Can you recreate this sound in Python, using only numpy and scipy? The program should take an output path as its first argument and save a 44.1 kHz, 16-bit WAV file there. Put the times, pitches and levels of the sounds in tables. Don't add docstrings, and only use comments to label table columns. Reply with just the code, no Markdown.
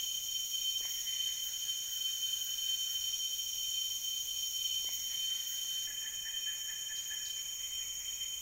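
import sys
import numpy as np
from scipy import signal
from scipy.fft import rfft, irfft, next_fast_len
from scipy.io import wavfile
from scipy.ndimage import uniform_filter1d, map_coordinates

SR = 44100
rng = np.random.default_rng(int(sys.argv[2]) if len(sys.argv) > 2 else 0)


def generate_wav(signal):
    frames = np.transpose(np.atleast_2d(signal))
    scaled = np.clip(frames, -1, 1) * 32767
    pcm = np.round(scaled).astype(np.int16)
    wavfile.write(sys.argv[1], SR, pcm)


N = 370871
T = np.arange(N) / SR
END_S = N / SR
THIN_S, PHRASE_S = 5.865, 4.037
HIGH, MIDDLE, LOW = 5674, 5598, 5534


def undb(db):
    return 10 ** (np.asarray(db) / 20)


def level(x, db):
    return x * undb(db) / np.sqrt(np.mean(x ** 2))


def curve(rows, t_s=T):
    return np.interp(t_s, *np.transpose(rows))


def hiss(colour):
    size = next_fast_len(N, True)
    freq_hz, density_db = np.transpose(colour)
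    bins_hz = np.arange(1, size // 2 + 2) * SR / size
    gain = undb(np.interp(np.log(bins_hz), np.log(freq_hz), density_db))
    spectrum = rfft(rng.standard_normal(size)) * gain
    return level(irfft(spectrum, size)[:N], 0)


def walk(rate_hz):
    points = rng.standard_normal(int(N / SR * rate_hz) + 4)
    return map_coordinates(points, [T * rate_hz + 1], order=3, mode="nearest")


def gate(start_s, end_s):
    return np.clip(np.minimum(T - start_s, end_s - T) / 0.017 + 1.1, 0, 1)


def swell(peak_s, attack_s, release_s):
    rise = (np.minimum(T - peak_s, 0) / attack_s) ** 2
    fall = np.maximum(T - peak_s, 0) / release_s
    return np.exp(-rise - fall)


def twice(x):
    return x + np.pad(x, (int(PHRASE_S * SR), 0))[:N]


def forest(x, t60_s, wet_db):
    t = T[:SR]
    fade = undb(-60 * t / t60_s) * (1 - np.exp(-t / 0.0028))
    echoes = rng.standard_normal(SR) * fade
    echoes /= np.linalg.norm(echoes)
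    return x + undb(wet_db) * signal.fftconvolve(x, echoes)[:len(x)]


def add(out, start_s, x, level_db, span_s):
    start = max(int(start_s * SR), 0)
    loudest = np.sqrt(uniform_filter1d(x ** 2, int(span_s * SR)).max())
    out[start:start + len(x)] += (x * undb(level_db) / loudest)[:N - start]


def whistle(pitch_hz, length_s, rough=0):
    progress = np.minimum(T[:SR] / length_s, 1)
    shake = level(uniform_filter1d(rng.standard_normal(SR), size=60), 0)
    phase = 2 * np.pi * np.cumsum(pitch_hz(progress) * (1 + rough * shake)) / SR
    return np.sin(np.pi * progress) * np.sin(phase)


def blurred_tones(rows):
    out = np.zeros(N)
    for start_s, end_s, pitch_hz, width_hz, level_db in rows:
        phase = 2 * np.pi * np.cumsum(pitch_hz + .2 * width_hz * walk(40)) / SR
        on = gate(start_s, end_s)
        tone = (walk(width_hz) * np.cos(phase) + walk(width_hz) * np.sin(phase)) * on
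        out += level(tone, level_db) * np.sqrt(on.mean())
    return out


def still_air(level_db=-63.5, unsteady_db=0.7):
    # freq_hz, density_db
    air_colour = [(20, -1.5), (48, -1.5), (70, -7), (90, -5), (130, -9), (300, -20.5), (600, -20),
                  (1400, -23.5), (1900, -16.5), (2400, -12), (4000, -28.5)]
    return hiss(air_colour) * undb(level_db + unsteady_db * walk(3.4))


def drones():
    # start_s, end_s, pitch_hz, width_hz, level_db
    hums = [(2.8, 5.3, 88, 10, -76), (7.45, END_S, 54, 3, -67.5)]
    return blurred_tones(hums)


def thumps(attack_s=0.021, release_s=0.097):
    # peak_s, level_db
    hits = [(5.9, -66.5), (6.13, -67)]
    # freq_hz, density_db
    thump_colour = [(20, -3), (60, 0), (130, -15), (400, -14), (900, -24), (3000, -50)]
    envelope = sum(undb(level_db) * swell(peak_s, attack_s, release_s) for peak_s, level_db in hits)
    return hiss(thump_colour) * envelope


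def drops(burst_s=0.0021):
    # start_s, resonance_hz, level_db
    taps = [(.809, 695, -53.5), (.852, 1110, -50)]
    out = np.zeros(N)
    t = T[:SR // 4]
    for start_s, resonance_hz, level_db in taps:
        band_hz = [resonance_hz * 0.38, resonance_hz * 1.4]
        leaf = signal.butter(2, band_hz, "band", fs=SR, output="sos")
        knock = signal.sosfilt(leaf, rng.standard_normal(len(t)) * np.exp(-t / burst_s))
        add(out, start_s, forest(knock, t60_s=0.36, wet_db=-11), level_db, span_s=0.0054)
    return out


def far_crickets():
    # start_s, end_s, pitch_hz, width_hz, level_db
    far_tones = [(0, THIN_S, 5375, 50, -63.5), (0, THIN_S, 5550, 93, -57), (THIN_S, END_S, 5590, 35, -54),
                 (THIN_S, END_S, 5545, 60, -58.5), (THIN_S, END_S, 6735, 80, -51),
                 (6.4, END_S, 6980, 25, -58), (0, THIN_S, 9900, 50, -79), (0, END_S, 9100, 50, -80),
                 (0, END_S, 13580, 140, -60.5)]
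    return blurred_tones(far_tones)


def swarm(thin, full_db=-42.5, thin_db=-45, shimmer_db=0.7):
    # freq_hz, density_db
    full_colour = [(2300, -31.5), (2650, -30), (2950, -11), (3500, -17.5), (3900, -25.5), (5200, -23),
                   (5900, -15), (6430, 0.5), (6830, 1), (7050, -12), (7600, -22.5), (12200, -23),
                   (12850, -13), (13600, -12.5), (14200, -20.5)]
    # freq_hz, density_db
    thin_colour = [(2300, -26), (3200, -13), (3900, -33.5), (5150, -22.5), (5900, -11), (6500, 2),
                   (6800, 4.5), (7080, -2), (7300, -18), (7900, -18.5), (8300, -13.5), (8800, -25.5),
                   (12200, -21.5), (13500, -10), (14300, -31)]
    full = hiss(full_colour) * undb(full_db)
    sparse = hiss(thin_colour) * undb(thin_db)
    return (full * (1 - thin) + sparse * thin) * undb(shimmer_db * walk(60))


def pulser(pitch_hz=13300, width_hz=600, level_db=-61, rate_hz=16.6, unsteady=0.039):
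    beat = 2 * np.pi * np.cumsum(rate_hz * (1 + unsteady * walk(3))) / SR
    tone = blurred_tones([(0, END_S, pitch_hz, width_hz, 0)])
    return level(tone * (1 + np.cos(beat)), level_db)


def yelper(gap_s=.201, first_wait_s=.035, settle_notes=2.5, rise=0.309, length_s=.06, under_db=-17):
    # start_s, notes, first_hz, last_hz, first_db, last_db
    runs = [(.82, 11, 2110, 1700, -53.5, -62), (4.86, 5, 2113, 1700, -55, -60.5),
            (7.36, 5, 2180, 2150, -57, -57.5)]
    out = np.zeros(N)
    for start_s, notes, first_hz, last_hz, first_db, last_db in runs:
        for k in range(round(notes)):
            effort = np.exp(-(k / settle_notes) ** 2)
            mid_hz = last_hz + (first_hz - last_hz) * effort
            level_db = last_db + (first_db - last_db) * effort
            note_s = start_s + k * gap_s + min(k, 1) * first_wait_s
            pitch = lambda u: mid_hz * (1 + rise * (u - .5))
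            note = whistle(pitch, length_s, rough=0.099)
            under = whistle(lambda u: pitch(u) / 2, length_s, rough=.14)
            call = forest(note + undb(under_db) * under, t60_s=1.65, wet_db=7.5)
            add(out, note_s - .01, call, level_db, span_s=0.0042)
    return out


def hooter(start_s=5.823, gap_s=.2125, base_hz=1743, level_db=-47.3, count=7, arch=0.089, length_s=0.052,
           hoarse_db=-11.5, hoarse_hz=1950, under_db=-25, scatter=0.0086):
    out = np.zeros(N)
    for k in range(count):
        note_s = start_s + k * gap_s
        note_hz = base_hz * (1 + scatter * rng.standard_normal())
        pitch = lambda u: note_hz * (1 + arch * (np.sin(np.pi * u) - .8))
        note = whistle(pitch, length_s, rough=0.024)
        edge = whistle(lambda u: hoarse_hz, length_s, rough=0.107)
        under = whistle(lambda u: pitch(u) / 2, length_s, rough=0.047)
        add(out, note_s, forest(note, t60_s=1.2, wet_db=-2), level_db, span_s=0.0099)
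        add(out, note_s - .01, forest(edge, t60_s=1.0, wet_db=8), level_db + hoarse_db, span_s=0.033)
        add(out, note_s, forest(under, t60_s=1.3, wet_db=3), level_db + under_db, span_s=0.018)
    return out


def chipper():
    # start_s, high_hz, low_hz, length_s, level_db
    chips = [(1.62, 6500, 3940, 0.017, -59), (2.797, 7300, 7070, 0.055, -51),
             (3.65, 7250, 7150, 0.087, -48), (6.94, 7900, 3420, 0.041, -53.5),
             (7.235, 7900, 3390, .036, -51), (7.749, 7696, 7200, .03, -55)]
    out = np.zeros(N)
    for start_s, high_hz, low_hz, length_s, level_db in chips:
        note = whistle(lambda u: low_hz + (high_hz - low_hz) * (1 - u) ** 1.5, length_s, rough=0.0061)
        add(out, start_s, forest(note, t60_s=0.54, wet_db=3.5), level_db, span_s=0.011)
    return out


def katydids(thin, attack_s=.035, release_s=.06, buzz_db=-56.5, buzz_edge_s=.12, far_db=-60,
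             grain_db=1.5, gain_db=1.5):
    # peak_s, level_db (before gain_db)
    zip_rows = [(.01, -52), (.49, -52), (.91, -48), (1.46, -47), (1.94, -48), (2.45, -48), (2.93, -50.5),
                (3.36, -54), (3.56, -53)]
    # start_s, end_s
    buzz_rows = [(0, 1.07), (1.97, 3.1), (3.35, PHRASE_S)]
    # freq_hz, density_db
    rasp_colour = [(10500, -57), (13400, -13), (13900, -6), (15700, -5), (16500, -27)]
    zips = sum((undb(level_db) * swell(peak_s, attack_s, release_s)) ** 2 for peak_s, level_db in zip_rows)
    buzzing = sum(gate(start_s, end_s) for start_s, end_s in buzz_rows)
    buzzing = uniform_filter1d(buzzing, int(buzz_edge_s * SR))
    near_power = twice(zips + undb(buzz_db) ** 2 * buzzing) * (1 - thin)
    power = near_power + undb(far_db) ** 2
    scrape = level(hiss(rasp_colour) * undb(grain_db * walk(200)), gain_db)
    return scrape * np.sqrt(power)


def crickets(waver_hz=9, flicker_db=0.7):
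    # start_s, end_s, pitch_hz, level_db, throb_hz, throb_depth (0-1)
    trills = [(0, 1.15, HIGH, -51.5, 9, 0.42), (1.12, 3.2, HIGH, -53.5, 11, 0.13),
              (3, PHRASE_S, HIGH, -51, 9.8, 0), (0.3, 1.05, MIDDLE, -49.5, 10.93, 0.8),
              (1.05, 2.4, MIDDLE, -58, 9.9, 0.4), (2.5, 3.94, MIDDLE, -50.5, 10.3, 0.15),
              (0, PHRASE_S, LOW, -60.5, 9.8, 0.6)]
    out = np.zeros(N)
    for start_s, end_s, pitch_hz, level_db, throb_hz, depth in trills:
        tone = np.sin(2 * np.pi * np.cumsum(pitch_hz + waver_hz * walk(50)) / SR)
        throb = 1 - depth * np.cos(2 * np.pi * throb_hz * (T - start_s))
        flicker = undb(flicker_db * walk(35))
        out += level(tone * throb * flicker, level_db) * gate(start_s, end_s)
    return forest(out, t60_s=0.64, wet_db=-21)


def cicadas(thin, full_hz=618, thin_hz=620, wander_hz=1.5, flutter_hz=2.8, drift_hz=0.601, gain_db=0.2):
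    # offset_hz from the common tymbal rate, relative level_db
    singers = [(-5.5, -7), (0, 1), (0.99, -7), (4.5, -7.5)]
    # multiple, relative full_db, relative thin_db
    body = [(4, -24, -17.5), (5, 0, 1.5), (6, -23, -26), (7, -21, -26.5), (8, -31.5, -50), (12, -29.5, -39),
            (13, -34.5, -44)]
    # time_s, level_db (before gain_db)
    phrase_effort = [(0.02, -40.5), (0.11, -38.5), (0.22, -44.0), (0.35, -38), (0.46, -43.0), (0.65, -35.5),
                     (0.99, -44), (1.22, -36), (1.48, -43.5), (1.73, -38.5), (1.88, -45), (2.07, -36),
                     (2.18, -41.5), (2.29, -36), (2.46, -42.5), (2.7, -35.5), (2.88, -39.5), (3.1, -38.0),
                     (3.5, -42), (3.81, -37), (4.0, -43.5)]
    # time_s, level_db (before gain_db)
    thin_effort = [(5.9, -45), (6.26, -45.5), (6.43, -40), (6.65, -46), (7.3, -44.5), (7.58, -47),
                   (7.78, -43.0), (8.0, -49.5), (8.15, -43.5), (8.39, -45.5)]
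    rate_hz = full_hz + (thin_hz - full_hz) * thin + drift_hz * walk(5)
    phases = []
    for offset_hz, _ in singers:
        singer_hz = rate_hz + offset_hz + wander_hz * walk(12) + flutter_hz * walk(100)
        phases.append(2 * np.pi * np.cumsum(singer_hz) / SR)
    song = np.zeros(N)
    for multiple, full_db, thin_db in body:
        partial = sum(undb(db) * np.sin(multiple * phase) for phase, (_, db) in zip(phases, singers))
        partial = forest(partial, t60_s=0.36, wet_db=-3)
        slow = np.sqrt(uniform_filter1d(partial ** 2, int(.15 * SR)) + 1e-9)
        song += level(partial / slow, 0) * undb(full_db + (thin_db - full_db) * thin)
    effort_db = curve(phrase_effort, T % PHRASE_S) * (1 - thin) + curve(thin_effort) * thin
    return song * undb(gain_db + effort_db)


def scene():
    thin = np.clip((T - THIN_S) / .01, 0, 1)
    background = still_air() + drones() + thumps() + twice(drops())
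    far = far_crickets() + swarm(thin)
    birds = yelper() + hooter() * thin + chipper()
    near = pulser() + katydids(thin) + twice(crickets()) * (1 - thin) + cicadas(thin)
    mono = background + far + birds + near
    return np.array([mono, mono])


def record(dry, top_hz=15740):
    return signal.sosfilt(signal.ellip(12, .1, 80, top_hz, fs=SR, output="sos"), dry)


dry = scene()
out = record(dry)
generate_wav(out)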